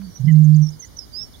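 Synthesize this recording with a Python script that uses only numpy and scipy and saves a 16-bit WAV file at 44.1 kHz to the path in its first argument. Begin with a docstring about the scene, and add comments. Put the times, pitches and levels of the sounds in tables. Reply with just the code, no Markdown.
"""Booming bird in open grassland

A large bird booms once: a soft low note, then a nearly pure tone from its inflated throat that swells
in three throbs, holds and dies away. Small birds whistle and chirp in gliding sines; nasal calls are
three harmonics through throat resonances. Decaying noise bursts tick in the grass; shaped noise gives
a faint rumble of air and a steady hiss. The birds are much louder on the right."""
import sys
import numpy as np
from scipy import signal
from scipy.fft import rfft, irfft
from scipy.io import wavfile
from scipy.ndimage import uniform_filter1d

SR = 44100
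rng = np.random.default_rng(int(sys.argv[2]) if len(sys.argv) > 2 else 0)


def unload_audio(sound):
    """Save the sound as a 16-bit wav file, at the path given as the first command line argument."""
    columns = np.transpose(np.atleast_2d(sound))
    # keep every value between -1 and 1, then stretch to whole-number steps
    steps = np.round(np.clip(columns, -1, 1) * 32767)
    wavfile.write(sys.argv[1], SR, steps.astype(np.int16))


N = 61739  # samples


def undb(db):
    """Decibels to gain."""
    return 10 ** (np.asarray(db) / 20)


def walk(rate_hz):
    """Smooth random motion with a spread of 1: white noise averaged twice."""
    size = max(2, int(SR / rate_hz))
    noise = rng.standard_normal(N)
    smooth = uniform_filter1d(uniform_filter1d(noise, size), size)
    return smooth / smooth.std()


def pan(x, right_over_left_db):
    """The right channel at full level, the left weaker."""
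    return x * np.array([[undb(-right_over_left_db)], [1]])


def tone(hz):
    """A sine of rms 1 that follows a pitch: phase is the running sum of frequency."""
    return np.sqrt(2) * np.sin(2 * np.pi * np.cumsum(hz) / SR)


def follow(curve, size):
    """Pitch and gain along a curve, silent outside it, corners rounded over size samples."""
    t = np.arange(N) / SR
    time_s, pitch_hz, level_db = np.array(curve).T
    hz = np.interp(t, time_s, pitch_hz)
    inside = (t >= time_s[0]) * (t <= time_s[-1])
    gain = undb(np.interp(t, time_s, level_db)) * inside
    return uniform_filter1d(hz, size), uniform_filter1d(gain, size)


def note(start_s, length_s):
    """Progress 0-1 through a short note, and its arched envelope."""
    progress = np.clip((np.arange(N) / SR - start_s) / length_s, 0, 1)
    return progress, np.sin(np.pi * progress)


def field(x, wet_db):
    """Diffuse scatter from grass and banks: exponentially decaying noise tails of unit energy."""
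    t60_s, pan_db = 0.22, 18
    t = np.arange(N // 2) / SR
    tail = rng.standard_normal((2, len(t))) * np.exp(-np.log(1000) * t / t60_s)
    tail /= np.sqrt(np.sum(tail ** 2, axis=1, keepdims=True))
    wet = signal.fftconvolve(x[None], tail, axes=1)[:, :N]
    return pan(undb(wet_db) * wet, pan_db)


def booming_bird():
    """The inflated throat rings as one nearly pure tone: a soft note, then the boom."""
    # boom: (time [s], pitch [Hz], level [dB])
    boom_curve = [(.192, 140.2, -43.5), (.201, 136.6, -20.5), (.212, 130.3, -17.5), (.231, 118.1, -21),
                  (.249, 146.6, -9), (.261, 134.5, -16.5), (.273, 149.5, -7.5), (.286, 160.8, -6.5),
                  (.298, 158.4, -9), (.345, 152.5, -5), (.38, 152, -5), (.445, 152.2, -6.5),
                  (.48, 150.3, -5.5), (.56, 151.8, -6.5), (.622, 148.8, -8), (.668, 154, -17.5),
                  (.70, 149, -25.5), (.76, 153.6, -38.5), (.84, 150, -66)]
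    # soft note before it: (time [s], pitch [Hz], level [dB])
    lead_curve = [(0, 195, -28), (.05, 195.5, -29.5), (.066, 183, -34.5), (.078, 179, -31.5),
                  (.098, 179, -33.5), (.115, 174.6, -57)]
    octave_db, flutter_db = -62, 0.41  # octave re fundamental
    boom_pan_db, lead_pan_db, field_db = 17.5, 16, -42

    hz, gain = follow(boom_curve, size=220)
    partials = tone(hz) + undb(octave_db) * tone(2 * hz)
    boom = gain * undb(flutter_db * walk(75)) * partials
    hz, gain = follow(lead_curve, size=220)
    lead = gain * tone(hz)
    return pan(boom, boom_pan_db) + pan(lead, lead_pan_db) + field(boom + lead, field_db)


def whistles():
    """Thin gliding sines, slightly unsteady in pitch and level."""
    # one curve per whistle: (time [s], pitch [Hz], level [dB])
    whistle_curves = [
        [(.605, 6250, -73.5), (.618, 6050, -45), (.632, 5750, -38), (.662, 5820, -44), (.671, 5530, -34),
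         (.68, 5280, -51), (.691, 5520, -31.5), (.70, 6250, -51.5), (.71, 6870, -44)],
        [(.792, 6350, -50), (.805, 6460, -32.5), (.818, 6200, -43), (.826, 5910, -32.5), (.843, 5795, -38),
         (.851, 6170, -36.5), (.859, 6870, -48), (.882, 6800, -55)],
        [(.962, 6150, -69), (.971, 5970, -30), (.982, 5955, -39), (.992, 5470, -24.5), (1.002, 5310, -40.5),
         (1.02, 5050, -37.5), (1.045, 5000, -43.5), (1.056, 4900, -53)],
        [(1.12, 4710, -56), (1.136, 4740, -38.5), (1.148, 4790, -29.5), (1.178, 5130, -27), (1.2, 5280, -30.5),
         (1.234, 5447, -28), (1.252, 5520, -40.5), (1.271, 5530, -57), (1.278, 5500, -65)],
    ]
    flutter_db, jitter_ratio = 1.2, 0.0012
    out = np.zeros(N)
    for curve in whistle_curves:
        hz, gain = follow(curve, size=130)
        level = gain * undb(flutter_db * walk(250))
        out += level * tone(hz * (1 + jitter_ratio * walk(560)))
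    return out


def chirp(start_s, length_s, start_hz, middle_hz, end_hz, db):
    """One quick sine note whose pitch bends through three points."""
    progress, swell = note(start_s, length_s)
    bow_hz = middle_hz - (start_hz + end_hz) / 2
    hz = start_hz + (end_hz - start_hz) * progress + bow_hz * swell
    return undb(db) * swell * tone(hz)


def twitter():
    """Distant birds: faint, straight-gliding chirps at random times and pitches."""
    draws_per_s, length_s, level_db = 45, 0.016, -60.5
    base_hz, spread_hz, sweep_hz = 5340, 1300, 350
    duration_s = N / SR
    out = np.zeros(N)
    # draws run -1.3 to 1; notes that end before time 0 are silent
    for when, height, sweep, size in rng.uniform(-1.3, 1, (int(draws_per_s * duration_s), 4)):
        start_s = (when + 1) / 2 * duration_s
        hz, glide_hz = base_hz + spread_hz * height, sweep_hz * sweep
        out += chirp(start_s, length_s, hz - glide_hz, hz, hz + glide_hz, level_db + 3 * size)
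    return out


def chirps():
    """Short chirps of nearer birds over the twitter, under a common level flutter."""
    # (start [s], length [s], start pitch [Hz], middle pitch [Hz], end pitch [Hz], level [dB])
    chirp_notes = [(.015, 0.085, 4470, 4570, 4560, -52.5), (0.064, 0.12, 5680, 5650, 5540, -54.5),
                   (0.145, 0.039, 6000, 5875, 5910, -38.5), (0.199, 0.012, 7040, 6790, 6000, -50),
                   (0.245, 0.027, 4900, 5150, 5200, -51.5), (.308, .028, 7050, 6650, 5900, -50),
                   (.353, 0.02, 3726, 4374, 5010, -53), (.429, 0.034, 7180, 6570, 5970, -47),
                   (0.538, .02, 4246, 4715, 4920, -50.5), (0.555, .022, 7000, 6420, 5580, -46.5),
                   (.654, .011, 6110, 6386, 6870, -50.5), (0.717, 0.042, 4910, 5020, 4940, -47.5),
                   (.837, 0.021, 3730, 4320, 4800, -54), (1.018, 0.011, 4180, 4680, 4900, -45),
                   (1.186, 0.034, 4180, 3690, 3360, -51.5), (1.321, 0.02, 5050, 5130, 5000, -52.5),
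                   (1.333, 0.034, 4050, 3384, 4120, -41.5)]
    flutter_db = 3.5
    near = sum(chirp(*row) for row in chirp_notes)
    return (near + twitter()) * undb(flutter_db * walk(300))


def nasal_calls():
    """Rough arched calls whose three harmonics pass through fixed throat resonances."""
    # (start [s], length [s], top pitch [Hz], level [dB])
    calls = [(0.271, .049, 1021, -35), (0.817, 0.0426, 1034, -49)]
    # throat resonance of each harmonic: (centre [Hz], width [Hz], relative level [dB])
    throat = [(1020, 270, -23.5), (1930, 640, -0.5), (3254, 170, -5)]
    arch_ratio, top_progress = 0.34, 0.36  # pitch drop, place of the pitch peak
    jitter_ratio, flutter_db = 0.014, 3
    out = np.zeros(N)
    for start_s, length_s, pitch_hz, db in calls:
        progress, swell = note(start_s, length_s)
        arch = 1 - arch_ratio * (progress - top_progress) ** 2
        hz = pitch_hz * (arch + jitter_ratio * walk(500))
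        for k, (centre_hz, width_hz, part_db) in enumerate(throat, 1):
            resonance = 1 / np.hypot(1, 2 * (k * hz - centre_hz) / width_hz)
            level = undb(db + part_db + flutter_db * walk(230))
            out += level * swell * resonance * tone(k * hz)
    return out


def small_birds():
    """Whistles, chirps and nasal calls on the right, with their scatter."""
    whistle_pan_db, chirp_pan_db, field_db = 28.5, 25.5, -13.5
    whistled = whistles()
    chirped = nasal_calls() + chirps()
    direct = pan(whistled, whistle_pan_db) + pan(chirped, chirp_pan_db)
    return direct + field(whistled + chirped, field_db)


def ticks():
    """Faint dry ticks in the grass: bursts of midrange noise with a fast exponential decay."""
    # (time [s], level [dB])
    tick_levels = [(.016, -44), (.056, -54), (.16, -50.5), (.579, -54)]
    decay_s, band_hz, pan_db = 0.0054, [600, 1900], 10.5
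    t = np.arange(N) / SR
    bursts = sum(undb(db) * (t >= s) * np.exp(-np.abs(t - s) / decay_s) for s, db in tick_levels)
    band = signal.butter(2, band_hz, "band", fs=SR, output="sos")
    noise = signal.sosfilt(band, rng.standard_normal(N))
    return pan(bursts * noise / noise.std(), pan_db)


def air():
    """A gently swelling rumble under smooth hiss: shaped noise, unrelated left and right."""
    # spectrum of rumble and hiss: (frequency [Hz], relative density [dB])
    air_spectrum = [(15, -13.5), (30, -9), (56, 3), (90, -2), (160, -5.5), (260, -10.5), (400, -15.5),
                    (700, -21.5), (1100, -24), (2100, -28.5), (3300, -28.5), (5200, -25.5), (7000, -28.5),
                    (9500, -30.5), (15500, -33)]
    # right over left: (frequency [Hz], level difference [dB])
    air_lean = [(30, 4.5), (150, 0.5), (700, 2), (2000, 2), (5000, 4), (9000, 0.4)]
    # narrow dips in the hiss: (centre [Hz], half width [Hz], depth [dB])
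    hiss_dips = [(2606, 190, 19), (7730, 420, 22)]
    level_db, rumble_hz, swell_db = -44.5, 300, 0.5
    f = np.maximum(np.arange(N // 2 + 1) * SR / N, 1)

    def along(points):
        """Levels interpolated over log frequency."""
        hz, db = np.array(points).T
        return np.interp(np.log(f), np.log(hz), db)

    dips_db = sum(depth * np.exp(-((f - hz) / width) ** 2) for hz, width, depth in hiss_dips)
    lean_db = np.array([[-0.5], [0.5]]) * along(air_lean)
    shape = undb(along(air_spectrum) - dips_db + lean_db)
    spectrum = rfft(rng.standard_normal((2, N))) * shape
    low = 1 / (1 + (f / rumble_hz) ** 2)
    rumble = irfft(spectrum * low, N) * undb(swell_db * walk(3))
    hiss = irfft(spectrum * (1 - low), N)
    out = rumble + hiss
    return undb(level_db) * out / out.std()


def scene():
    """The boom, the small birds, the ticks and the open air."""
    return booming_bird() + small_birds() + ticks() + air()


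def record(dry):
    """The recorder cuts the top: a steep elliptic low-pass."""
    top_hz = 15700
    low_pass = signal.ellip(10, 0.1, 80, top_hz, fs=SR, output="sos")
    return signal.sosfilt(low_pass, dry)


dry = scene()
out = record(dry)
unload_audio(out)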